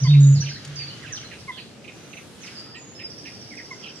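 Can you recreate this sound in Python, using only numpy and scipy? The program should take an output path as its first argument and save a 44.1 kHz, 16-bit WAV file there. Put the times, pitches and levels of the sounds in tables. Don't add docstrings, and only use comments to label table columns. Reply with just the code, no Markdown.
import sys
import numpy as np
from scipy import signal
from scipy.fft import rfft, irfft
from scipy.io import wavfile
from scipy.ndimage import uniform_filter1d, map_coordinates

SR = 44100
rng = np.random.default_rng(int(sys.argv[2]) if len(sys.argv) > 2 else 0)


def to_wav(sig):
    pcm = np.clip(np.atleast_2d(sig), -1, 1) * 32767
    pcm = np.round(pcm).astype(np.int16)
    wavfile.write(sys.argv[1], SR, pcm.T)


N = 176400

# time in seconds, pitch in Hz, level in dB.
BOOM_PATH = [(0.0, 138, -46.5), (0.028, 136.7, -16), (0.049, 131, -14.5), (0.064, 119.6, -25.5),
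             (0.083, 142.5, -12.5), (0.1, 146.8, -12), (0.18, 141.7, -8.5), (0.316, 138.4, -10),
             (0.408, 143.7, -21.5), (0.418, 135, -27.5), (0.472, 140, -27), (0.58, 148, -49)]
# delay in seconds, level in dB against the boom.
BANK_ECHOES = [(.595, -20), (0.929, -35)]
BOOM_OCTAVE_DB, BOOM_TWELFTH_DB, BOOM_PAN_DB = -31.5, -43, -1.2
SLACK_S, SLACK_LEN_S = .32, 0.11
SLACK_HZ, SLACK_END_HZ, SLACK_DB = 122, 104, -28.5
SLACK_UPPER_HZ, SLACK_UPPER_END_HZ, SLACK_UPPER_DB = 220, 168.4, -38.5
ECHO_FADE_DB_S, ECHO_RISE_S, ECHO_FLUTTER_DB = -49, 0.063, .7
MARSH_T60_S, MARSH_DB = 1.6, -45


def bittern(t):
    s, hz, db = np.array(BOOM_PATH).T
    phase = 2 * np.pi * np.cumsum(np.interp(t, s, hz)) / SR
    size = np.sqrt(2) * uniform_filter1d(undb(np.interp(t, s, db, right=-90)), size=300)
    strength = size / size.max()
    octave = undb(BOOM_OCTAVE_DB) * strength * np.sin(2 * phase)
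    twelfth = undb(BOOM_TWELFTH_DB) * strength ** 2 * np.sin(3 * phase)
    boom = size * (np.sin(phase) + octave + twelfth)
    lower = note(SLACK_LEN_S, SLACK_HZ, SLACK_END_HZ, SLACK_LEN_S, SLACK_DB, edge_s=0.051)
    upper = note(SLACK_LEN_S, SLACK_UPPER_HZ, SLACK_UPPER_END_HZ, SLACK_LEN_S, SLACK_UPPER_DB, edge_s=0.03)
    add(boom, lower, SLACK_S)
    add(boom, upper, SLACK_S)

    echoes = np.zeros(N)
    rise = np.clip(t / ECHO_RISE_S, 0, 1) ** 2
    for lag_s, echo_db in BANK_ECHOES:
        add(echoes, undb(echo_db + ECHO_FADE_DB_S * t) * rise * boom, lag_s)
    echoes *= undb(ECHO_FLUTTER_DB * walk(27.4))
    far = tail(boom * walk(7.1), MARSH_T60_S, MARSH_DB, .5)
    return place(boom + echoes, BOOM_PAN_DB, .00007) + 1.2 * far[0] + 0.32 * far


# start in seconds, length in seconds, first pitch in Hz, last pitch in Hz,
# slide time in seconds (may outlast the note), level in dB, warble depth in Hz.
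HIGH_NOTES = [(0, 0.016, 5760, 5560, 0.018, -34.5, 59), (0, 0.051, 6700, 6300, 0.031, -42, 294),
              (0.031, 0.036, 6740, 4604, 0.015, -34, -9), (0.078, 0.0083, 4650, 4200, 0.021, -29.5, 5.5),
              (.05, 0.015, 2950, 3060, 0.013, -48, 5), (0.065, 0.066, 3055, 3765, 0.046, -39, -3),
              (0.099, 0.014, 3550, 3010, .02, -52, 3.5), (0.133, 0.13, 3890, 3740, 0.075, -50, 90),
              (0.199, 0.15, 6914, 6865, 0.032, -41.5, 166), (0.347, 0.039, 5530, 4050, 0.049, -39.5, 60),
              (0.356, 0.11, 4770, 4720, .1, -42.5, 600), (0.402, 0.033, 6590, 5886, 0.01, -33, 2),
              (0.427, 0.061, 5690, 3070, 0.06, -46.5, 68), (0.473, 0.09, 4630, 4810, 0.0755, -43.5, 500),
              (0.539, 0.03, 4500, 3925, 0.0438, -44.5, 80), (0.755, 0.01, 6930, 4800, 0.019, -35.5, 0),
              (0.761, 0.083, 4980, 4530, 0.082, -38, -6), (0.877, 0.024, 4830, 4080, 0.028, -43.5, 0),
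              (0.895, 0.046, 2900, 3048, 0.073, -48.5, 60), (1.122, 0.022, 6740, 5780, 0.019, -35.5, -17),
              (1.152, 0.033, 6000, 2530, 0.044, -38.5, -2), (1.239, 0.043, 4440, 4080, 0.029, -49, 0),
              (1.132, 0.045, 9200, 9030, 0.079, -66.5, 148), (1.333, 0.079, 9400, 8700, 0.059, -67, 152),
              (1.382, 0.044, 5600, 5140, 0.037, -50.5, 606), (1.516, 0.062, 3610, 3370, 0.055, -46.5, 193),
              (1.56, 0.064, 4490, 4266, 0.069, -48.5, 350), (1.932, 0.15, 5900, 6180, 0.13, -60.5, 200),
              (2.081, 0.13, 6220, 6140, 0.18, -57, 250), (2.403, 0.083, 6800, 2480, 0.27, -49, 302),
              (2.505, 0.08, 5380, 4990, 0.068, -53.5, 150), (2.546, 0.067, 5130, 4720, 0.1, -42.5, 248),
              (2.617, 0.144, 5090, 4906, 0.2, -52.5, 183), (2.757, 0.034, 7900, 7100, 0.038, -54, 118),
              (2.774, 0.15, 7010, 6750, 0.11, -53, 98), (2.948, 0.08, 5333, 5042, 0.09, -47, 31),
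              (3.024, 0.035, 5050, 5060, 0.034, -40.5, -8), (3.708, 0.054, 7100, 6400, 0.064, -56, 60),
              (3.945, 0.058, 7750, 7300, 0.044, -60, 300)]
WARBLE_HZ, WARBLE_ROUGH = 157.6, .3
SWELL_SHARE, SWELL_FROM_HZ = .3, 240
FLUTTER_DB, TRILL_FLUTTER_DB = 2, 1.5
TRILL_S, TRILL_DB, TRILL_FADE_DB_S = 3.088, -41, -3
TRILL_MID_HZ, TRILL_DEPTH_HZ, TRILL_SWEEP_HZ = 5163, 560, 51.6
TRILL_JITTER, TRILL_ROUGH_HZ = .15, 30
TRILL_RATE_HZ, TRILL_BEAT_S, TRILL_GAP_DB = 12.9, .018, -7
TRILL_TOP_DB = 2
TRILL_LOW_LATE_S = .014


def songbird_and_high_whistles(t):
    notes = np.zeros(N)
    warble_hz = WARBLE_HZ * (1 + 0.14 * walk(30))
    warble = np.sin(2 * np.pi * np.cumsum(warble_hz) / SR) + WARBLE_ROUGH * walk(300)
    for s, len_s, from_hz, to_hz, slide_s, db, depth_hz in HIGH_NOTES:
        i = np.minimum(int(s * SR) + np.arange(int(len_s * SR)), N - 1)
        edge_s = 0.0054 + SWELL_SHARE * min(len_s, .06) * (depth_hz > SWELL_FROM_HZ)
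        add(notes, note(len_s, from_hz, to_hz, slide_s, db, depth_hz * warble[i], edge_s, bend=2.2), s)
    trill = songbird_trill(t - TRILL_S)
    flutter = walk(120)
    return notes * undb(FLUTTER_DB * flutter) + trill * undb(TRILL_FLUTTER_DB * flutter)


def songbird_trill(u):
    sweep = np.cos(2 * np.pi * TRILL_SWEEP_HZ * u + TRILL_JITTER * walk(40))
    hz = TRILL_MID_HZ + TRILL_DEPTH_HZ * sweep + TRILL_ROUGH_HZ * walk(200)
    hz += 60 * np.sin(2 * np.pi * TRILL_RATE_HZ * u + 0.34)
    height = (hz - TRILL_MID_HZ) / TRILL_DEPTH_HZ
    beat_u = u - TRILL_BEAT_S - TRILL_LOW_LATE_S * (1 - height) / 2
    gap_db = TRILL_GAP_DB * (1 - np.cos(2 * np.pi * TRILL_RATE_HZ * beat_u))
    db = TRILL_DB + TRILL_TOP_DB * height + TRILL_FADE_DB_S * u + gap_db
    return np.clip(u / .01, 0, 1) * undb(db) * np.sin(2 * np.pi * np.cumsum(hz) / SR)


# start in seconds, length in seconds, first pitch in Hz,
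# last pitch in Hz, level in dB.
CHURRS = [(0.102, 0.016, 2884, 2510, -44.5), (0.131, 0.032, 2912, 2337, -40.5),
          (0.42, 0.034, 2966, 2415, -48.5), (0.459, 0.038, 3004, 2335, -40.5),
          (0.793, 0.032, 2857, 2383, -45), (0.826, 0.058, 2660, 2395, -54), (1.057, 0.04, 2883, 2335, -46),
          (1.31, 0.038, 2886, 2412, -46), (1.573, 0.032, 3017, 2530, -43), (1.841, 0.02, 2793, 2145, -47),
          (1.875, 0.027, 2674, 2320, -45), (2.128, 0.017, 2843, 2260, -43),
          (2.166, 0.027, 2707, 2314, -44.5), (2.431, 0.025, 2780, 2180, -47),
          (2.471, 0.026, 2714, 2347, -45.5), (2.746, 0.032, 2850, 2340, -46),
          (2.99, 0.0398, 2836, 2287, -45), (3.251, 0.043, 2906, 2282, -45), (3.516, 0.039, 2216, 1955, -58),
          (3.571, 0.036, 2482, 1840, -50.5), (3.823, 0.014, 3450, 2730, -49),
          (3.836, 0.016, 2920, 2790, -40), (3.855, 0.026, 3187, 2500, -43), (3.878, 0.034, 3200, 2800, -50)]
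CHURR_UPPER, CHURR_UPPER_DB = 1.5, -14.5
CHURR_RATE_HZ, CHURR_DEPTH, CHURR_SPREAD_HZ = 200, 0.5, 260


def warbler_churrs():
    out = np.zeros(N)
    beat = 2 * np.pi * np.cumsum(CHURR_RATE_HZ * (1 + 0.16 * walk(80))) / SR
    shake_hz = CHURR_SPREAD_HZ * (0.59 * walk(400) - np.cos(beat))
    for s, len_s, from_hz, to_hz, db in CHURRS:
        i = int(s * SR) + np.arange(int(len_s * SR))
        lower = note(len_s, from_hz, to_hz, len_s, db, shake_hz[i])
        upper = note(len_s, CHURR_UPPER * from_hz, CHURR_UPPER * to_hz, len_s,
                     db + CHURR_UPPER_DB, shake_hz[i])
        add(out, (lower + upper) * (1 + CHURR_DEPTH * np.sin(beat[i])), s)
    return out


# start in seconds, length in seconds, first pitch in Hz, last pitch in Hz, level in dB.
LOW_TONES = [(0.419, 0.016, 1500, 1795, -46.5), (0.511, 0.0096, 1447, 1690, -44),
             (0.556, 0.024, 1510, 2110, -48.5), (1.022, 0.039, 2195, 1480, -48),
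             (1.104, 0.037, 2030, 1583, -47.5), (1.161, 0.028, 1976, 1196, -53.5),
             (1.224, 0.025, 2710, 1123, -50), (1.312, 0.022, 2128, 1575, -48),
             (1.382, 0.038, 2010, 1650, -68), (1.569, 0.026, 1575, 1970, -53),
             (2.738, 0.044, 1758, 1950, -51.5), (2.985, 0.049, 1730, 1980, -54.5),
             (3.246, 0.051, 1736, 1950, -54.5), (2.657, 0.12, 1290, 1293, -61),
             (3.506, .04, 2360, 1916, -48), (3.573, 0.035, 2608, 1796, -44.5),
             (1.93, 0.156, 2447, 2440, -63), (3.814, 0.046, 1326, 1360, -61)]


def low_tones():
    out = np.zeros(N)
    for s, len_s, from_hz, to_hz, db in LOW_TONES:
        add(out, note(len_s, from_hz, to_hz, len_s, db), s)
    return out


# start in seconds, level of the low tone in dB,
# level of its octave above the low tone in dB.
PIPS = [(0.044, -40.5, 1), (1.478, -39, 3.5), (3.706, -47, 7.5)]
PIP_LEN_S, PIP_EDGE_S, PIP_FLUTTER_DB = .035, 0.0088, 2
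PIP_HZ, PIP_END_HZ = 1108, 956
PIP_ECHO_S, PIP_ECHO_DB = 0.091, -18.5


def water_bird():
    pips = np.zeros(N)
    for s, db, octave_db in PIPS:
        low, octave = [note(PIP_LEN_S, k * PIP_HZ, k * PIP_END_HZ, 1.2 * PIP_LEN_S,
                            db + (k - 1) * octave_db, edge_s=PIP_EDGE_S) for k in (1, 2)]
        pip = low + octave
        add(pips, pip, s)
        add(pips, pip * undb(PIP_ECHO_DB), s + PIP_ECHO_S)
    return pips * undb(PIP_FLUTTER_DB * walk(150))


# start in seconds, level in dB before filtering, lowest pitch in Hz.
TICKS = [(0.648, -26, 2100), (0.674, -35, 3560), (0.9738, -40.5, 3470), (1.0355, -43, 3440),
         (1.965, -41, 2100), (2.467, -34, 2100), (2.595, -36, 5000), (3.522, -42, 6800), (3.551, -36, 6800)]
TICK_HIGH_HZ, TICK_S, TICK_ATTACK_S = 9000, 0.005, .002


def stems():
    out = np.zeros(N)
    u = np.arange(600) / SR
    for s, db, low_hz in TICKS:
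        hiss = rng.standard_normal(600)
        tick = undb(db) * hiss * np.exp(-u / TICK_S) * np.minimum(u / TICK_ATTACK_S, 1)
        tick = band(tick, low_hz, TICK_HIGH_HZ)
        add(out, band(tick, .5 * low_hz, 1.15 * TICK_HIGH_HZ), s)
    return out


# pitch in Hz, relative level in dB per Hz.
AIR_COLOUR = [(15, -56.5), (25, -34), (48, -19), (107, 0), (246, -3), (379, -6), (433, -6.5), (742, -13.5),
              (1110, -19), (2240, -21), (2780, -20), (10700, -30.5), (15500, -52.5)]
# pitch in Hz, likeness (1 means the same).
LIKENESS = [(60, 0.91), (400, 0.71), (1300, 0.5), (4400, 0.057)]
# time in seconds, bass rumble in dB, far chorus in dB, top treble in dB.
AIR_CHANGES = [(0, 2, 7, 1.5), (.5, 4, 5.5, -1), (.7, 6.5, 8, -1), (1, 5.5, 8, 0.5), (1.3, 4.5, 6.5, 1),
               (1.6, -2, 2.5, 3), (1.8, -1.5, 0.5, -3), (2, -3, 4, 0.5), (2.35, -0.5, 1.5, 4),
               (2.47, -3, 7, 3.5), (2.6, -1.5, 6, 1), (2.75, -3, 0, -5.5), (3.3, 0, 2, 0),
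               (4, -5.5, 2.5, -2)]
AIR_DB = -45.5


def air(t):
    f = np.log(np.fft.rfftfreq(N, 1 / SR) + 1)
    hz, colour_db = np.array(AIR_COLOUR).T
    shape = undb(np.interp(f, np.log(hz), colour_db))
    hz, likeness = np.array(LIKENESS).T
    like = np.clip(np.interp(f, np.log(hz), likeness), -.9, .99)
    mid, side = rfft(rng.standard_normal((2, N))) * shape * np.sqrt([1 + like, 1 - like])
    both = np.array([mid + side, mid - side])
    both *= undb(AIR_DB) / np.std(irfft(mid, N))

    out = np.zeros((2, N))
    s, bass_db, chorus_db, top_db = np.array(AIR_CHANGES).T
    for c in np.arange(3, 10, .3):
        db = 1.1 * walk(6)
        if c < 5:
            db += np.interp(t, s, bass_db)
        if 7 < c < 8.8:
            db += np.interp(t, s, chorus_db)
        if c >= 8.8:
            db += np.interp(t, s, top_db)
        out += undb(db) * irfft(both * np.clip(1 - abs(f - c) / .3, 0, 1), N)
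    return out


def undb(db):
    return 10 ** (np.asarray(db) / 20)


def band(x, lo_hz, hi_hz):
    return signal.sosfilt(signal.butter(2, [lo_hz, hi_hz], "bandpass", fs=SR, output="sos"), x)


def walk(rate):
    k = int(SR / rate)
    steps = np.repeat(rng.standard_normal(N // k + 1), k)
    return 1.2 * uniform_filter1d(uniform_filter1d(steps, k), k)[:N]


def add(out, x, start_s):
    i = max(int(start_s * SR), 0)
    out[i:i + len(x)] += x[:max(N - i, 0)]


def note(len_s, from_hz, to_hz, slide_s, db, wobble_hz=0, edge_s=0.0057, bend=1.225):
    t = np.arange(int(len_s * SR)) / SR
    hz = to_hz + (from_hz - to_hz) * np.clip(1 - t / slide_s, 0, 1) ** bend + wobble_hz
    env = np.sin(np.pi / 2 * np.clip(np.minimum(t, len_s - t) / edge_s, 0, 1))
    return np.sqrt(2) * undb(db) * env * np.sin(2 * np.pi * np.cumsum(hz) / SR)


def tail(x, t60_s, db, rise_s):
    t = np.arange(int(t60_s * SR)) / SR
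    noise = rng.standard_normal((2, len(t))) * undb(-60 * t / t60_s) * np.clip(t / rise_s, 0, 1)
    return undb(db) * np.array([signal.fftconvolve(x, h / np.sqrt(np.sum(h ** 2)))[:N] for h in noise])


def place(x, pan_db, lag_s):
    late = map_coordinates(x, [np.arange(N) - lag_s * SR])
    return np.array([x * undb(pan_db / 2), late * undb(-pan_db / 2)])


SWAY_S, SWAY_HZ = .00006, 60.93


def sway(x):
    return map_coordinates(x, [np.arange(N) + SWAY_S * SR * walk(SWAY_HZ)])


SONG_PAN_DB, SONG_LAG_S, SONG_T60_S, SONG_WET_DB = -9, .00009, 0.43, -0.5
REED_T60_S, REED_DB, REED_RISE_S = 0.22, -0.5, 0.0013


def scene():
    t = np.arange(N) / SR
    high, pips, ticks = songbird_and_high_whistles(t), water_bird(), stems()
    churrs = warbler_churrs() + low_tones()
    wash = tail(sway(high), SONG_T60_S, SONG_WET_DB, REED_RISE_S)
    scattered = sway(churrs + .4 * pips + 0.46 * ticks)
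    reeds = tail(scattered, REED_T60_S, REED_DB, REED_RISE_S)

    out = bittern(t)
    out += place(0.87 * high + 0.34 * wash[0], SONG_PAN_DB, SONG_LAG_S) + 1.14 * wash
    out += place(churrs + 0.4 * reeds[0], -10.0, .00004) + 0.9 * reeds
    out += place(pips, -1.5, .0001)
    out += place(ticks, -0.94, .00003)
    return out + air(t)


TOP_HZ = 15700


def record(dry):
    return signal.sosfilt(signal.ellip(10, .2, 80, TOP_HZ, fs=SR, output="sos"), dry)


dry = scene()
out = record(dry)
to_wav(out)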